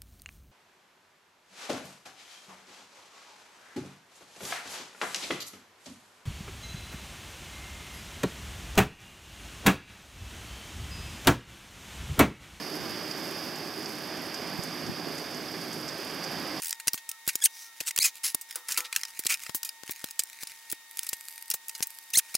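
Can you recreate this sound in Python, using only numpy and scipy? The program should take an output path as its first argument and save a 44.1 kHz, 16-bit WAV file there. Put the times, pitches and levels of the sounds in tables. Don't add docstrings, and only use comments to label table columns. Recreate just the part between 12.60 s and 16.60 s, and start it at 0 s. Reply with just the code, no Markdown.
import sys
import numpy as np
from scipy import signal
from scipy.fft import rfft, irfft
from scipy.io import wavfile
from scipy.ndimage import uniform_filter1d

SR = 44100
rng = np.random.default_rng(int(sys.argv[2]) if len(sys.argv) > 2 else 0)


def generate_wav(sig):
    pcm = np.round(np.clip(np.atleast_2d(sig).T, -1, 1) * 32767).astype(np.int16)
    wavfile.write(sys.argv[1], SR, pcm)


N = 176400


def undb(db):
    return 10 ** (np.asarray(db) / 20)


def unit(x):
    return x / np.sqrt(np.mean(x ** 2))


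def over_bins(table, size=N):
    hz, value = np.array(table, float).T
    return np.interp(np.log(np.fft.rfftfreq(size, 1 / SR) + 1e-9), np.log(hz), value)


def over_time(table):
    return np.interp(np.arange(N) / SR, *np.array(table, float).T)


def colour(x, table):
    size = x.shape[-1]
    cepstrum = irfft(np.log(undb(over_bins(table, size))), size)
    cepstrum[1:size // 2] *= 2
    cepstrum[size // 2 + 1:] = 0
    return irfft(rfft(x) * np.exp(rfft(cepstrum)), size)


def wander(per_s):
    hold = max(int(SR / per_s), 2)
    steps = np.repeat(rng.standard_normal(N // hold + 1), hold)
    return unit(uniform_filter1d(uniform_filter1d(steps, hold), hold)[:N])


def noise():
    return rng.standard_normal((2, N))


def patter(per_s, spread_db):
    falls = rng.random(N) < per_s / SR
    strength = undb(spread_db * np.minimum(rng.exponential(size=N), 5))
    angle = rng.uniform(0, 2 * np.pi, N)
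    return unit(falls * strength * np.array([np.cos(angle), np.sin(angle)]))


def add(out, sound, start):
    at = int(start * SR)
    out[:, at:at + sound.shape[1]] += sound[:, :N - at]


def surf():
    # frequency in Hz, relative spectral density in dB.
    spectrum = [(25, -62), (60, -18), (150, -8.5), (300, 1), (480, -5), (560, -0.5), (780, -1), (950, -4.5),
                (1180, -3), (1420, -7), (1630, -2.5), (1900, -7), (2200, -6.5), (2800, -10.5),
                (3700, -11.5), (6000, -23), (12000, -36.5)]
    # time in seconds, relative level in dB.
    swell = [(0, -42), (.4, -41.2), (1.2, -43.5), (1.8, -41), (2.3, -42), (3.35, -43), (3.7, -40),
             (4, -39.7)]
    wash = unit(colour(noise(), spectrum))
    return wash * undb(over_time(swell) + 1 + 0.37 * wander(per_s=9.1))


def wind():
    # centre in seconds, half length in seconds, level in dB.
    buffets = [(.02, 0.019, -51), (0.212, 0.032, -45.5), (0.306, 0.028, -46), (2.292, 0.058, -46)]
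    # frequency in Hz, relative spectral density in dB.
    spectrum = [(20, -54), (35, -35), (50, -17), (70, -6.5), (95, -4.5), (125, 1.5), (170, -1), (260, -0.5),
                (600, -45), (2000, -89)]
    correlation, steady_db, gust_db = 0.49, -56, 1.5
    t = np.arange(N) / SR
    bumps = sum(undb(db) * np.exp(-((t - at) / length) ** 2) for at, length, db in buffets)
    air = np.sqrt(correlation) * rng.standard_normal(N) + np.sqrt(1 - correlation) * noise()
    push = undb(steady_db + gust_db * wander(per_s=7.88)) + bumps
    return colour(air * push, spectrum) / np.std(colour(air, spectrum))


def eddies():
    # centre in seconds, pitch in Hz, level in dB, pan from -1 (left) to 1 (right).
    thumps = [(1.9933, 165, -24, .95), (2.2978, 195, -19.5, -1), (2.4734, 330, -25.5, 1)]
    half_length_cycles = .75
    t, out = np.arange(N) / SR, 0
    for at, hz, db, pan in thumps:
        cycles = (t - at) * hz
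        thump = -np.sin(2 * np.pi * cycles) * np.exp(-(cycles / half_length_cycles) ** 2)
        out = out + undb(db) * thump * np.array([[1 - pan], [1 + pan]]) / 2
    return out


def roof():
    # frequency in Hz, bandwidth in Hz, relative level in dB.
    modes = [(163.5, 41, -0.5), (251, 41, -2), (309.7, 13.5, 0), (372, 72, 1.5), (549, 20, -11.5),
             (815, 21, -19)]
    # time in seconds, level in dB.
    level = [(0, -43.3), (.35, -42.5), (1.2, -43), (2.2, -42.5), (2.36, -40), (2.85, -43), (3.2, -41),
             (3.65, -43.7), (3.92, -41)]
    hits, out = patter(per_s=700, spread_db=1.4), 0
    for hz, width, db in modes:
        shifted_hits = np.roll(hits, rng.integers(N), axis=1)
        ring = signal.lfilter(*signal.iirpeak(hz, hz / width, fs=SR), shifted_hits)
        out = out + undb(db) * unit(ring)
    body = signal.butter(2, [130, 800], "bandpass", fs=SR, output="sos")
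    return unit(signal.sosfilt(body, out)) * undb(over_time(level))


def rain():
    # frequency in Hz, relative spectral density in dB.
    spectrum = [(40, -53), (300, -24), (1000, -4.5), (2500, -0.5), (5000, 0), (7000, -3), (9000, -5),
                (12000, -5), (16000, -6)]
    # time in seconds, relative level in dB.
    level = [(0, -41.5), (.45, -42.8), (.9, -42), (1.1, -44), (2.1, -43), (2.45, -43.5), (3.5, -43),
             (3.9, -42)]
    far_db, flutter_db = 4.5, 0.42
    drops = patter(per_s=2500, spread_db=1.7) + undb(far_db) * noise()
    hiss = unit(colour(drops, spectrum))
    return hiss * undb(over_time(level) - 3 + flutter_db * wander(per_s=34.73))


def splash(gain_db, bright_hz, spray_db, size=2048):
    # frequency in Hz, relative spectral density in dB.
    spectrum = [(50, -75), (500, -32), (2500, -10), (5000, -1.5), (6500, 2.5), (9000, -1), (12500, -2.5),
                (16000, -11)]
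    tick_s, spray_delay_s, spray_decay_s = 0.00033, 0.001, 0.0076
    focus_db = 9.5
    t, chance = np.arange(size) / SR, rng.standard_normal((3, size))
    impact = undb(9) * (t == 0) * np.array([[1], [-.35]])
    tick = np.exp(-t / tick_s) / 2
    grain = unit(undb(3 * np.repeat(chance[2, :size // 32], 32)))
    spray_fade = (t > spray_delay_s) * np.exp(-(t - spray_delay_s) / spray_decay_s)
    spray = undb(spray_db - 9) * grain * spray_fade
    tone = [(hz, db - focus_db * np.log2(max(hz, 3000) / bright_hz) ** 2) for hz, db in spectrum]
    return undb(gain_db) * colour(impact + chance[:2] * (tick + spray), tone)


def drips():
    per_s, mean_db, scatter_db = 34, -32.5, 3
    low_hz, high_hz = 8500, 15500
    out = np.zeros((2, N))
    for when, strength, bright in rng.random((int(per_s * N / SR), 3)):
        db = mean_db + scatter_db * (2 * strength - 1)
        bright_hz = low_hz + bright * (high_hz - low_hz)
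        add(out, splash(db, bright_hz, spray_db=-1.5), when * N / SR)
    return out


def splashes():
    # start in seconds, relative level in dB, emphasised frequency in Hz, extra spray in dB.
    near_drops = [(.154, -25, 11500, -7), (.5113, -19, 4480, -6), (.5773, -26, 11500, -2),
                  (.957, -30.5, 8000, 4), (1.2250, -30, 8000, 3), (1.259, -20.5, 3900, -0.5),
                  (1.7435, -22, 6100, .5), (2.028, -26.5, 5500, 2), (2.037, -16, 10500, -5),
                  (2.265, -24, 4100, 1.5), (2.5815, -24.5, 6300, 2), (2.745, -32, 7000, 3.5),
                  (3.131, -21, 8300, -4), (3.280, -25.5, 6000, 1), (3.288, -22, 5000, 1.5),
                  (3.383, -26.5, 12500, -2), (3.448, -22.5, 12000, -3), (3.509, -28, 7000, -2),
                  (3.640, -21, 5800, 0)]
    out = np.zeros((2, N))
    for start, db, bright_hz, spray_db in near_drops:
        add(out, splash(db - 2, bright_hz, spray_db), start)
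    return out


def ping():
    # frequency in Hz, decay time in seconds, level in dB.
    modes = [(4930, .0055, -38.5), (5290, .003, -41.5)]
    strike_s = .5113
    t = np.maximum(np.arange(N) / SR - strike_s, 0)
    return sum(undb(db) * np.exp(-t / decay) * np.sin(2 * np.pi * hz * t) for hz, decay, db in modes)


def scene():
    # frequency in Hz, correlation between the channels.
    coherence = [(60, 1), (150, 1), (300, 0.98), (500, 0.97), (800, .998), (3500, .996), (4900, 0.97),
                 (6200, 0.89), (7200, .8), (8200, .58), (9500, 0.32), (11500, .13), (15000, .03)]
    mid, side = rfft(surf() + rain() + roof() + splashes() + drips())
    alike = np.clip(over_bins(coherence), 0, .999)
    mid, side = mid * np.sqrt((1 + alike) / 2), side * np.sqrt((1 - alike) / 2)
    return irfft(np.array([mid + side, mid - side]), N) + ping() + wind() + eddies()


def record(dry):
    # frequency in Hz, gain of the case in dB.
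    case_response = [(3000, 0), (3650, 0.5), (3850, -4), (4020, -6.5), (4250, 0), (4550, 8.5), (4880, 13),
                     (5150, 10), (5500, 5.5), (6000, 1), (6180, 2.5), (6290, 3), (6450, -1), (7200, -3),
                     (10000, -0.5), (11000, 1), (12300, 5), (13200, 1.5), (14300, -2.5), (15700, -7)]
    # frequency in Hz, excess of right over left in dB.
    balance = [(100, 4.5), (3500, 4.5), (4800, 7.5), (5800, 4), (7500, 2), (10000, 0.8), (12300, 4),
               (15000, 3)]
    cutoff_hz = 15750
    lean = undb(np.array([[-.5], [.5]]) * over_bins(balance))
    heard = colour(irfft(rfft(dry) * lean, N), case_response)
    return signal.sosfilt(signal.ellip(12, .1, 90, cutoff_hz, fs=SR, output="sos"), heard)


dry = scene()
out = record(dry)
generate_wav(out)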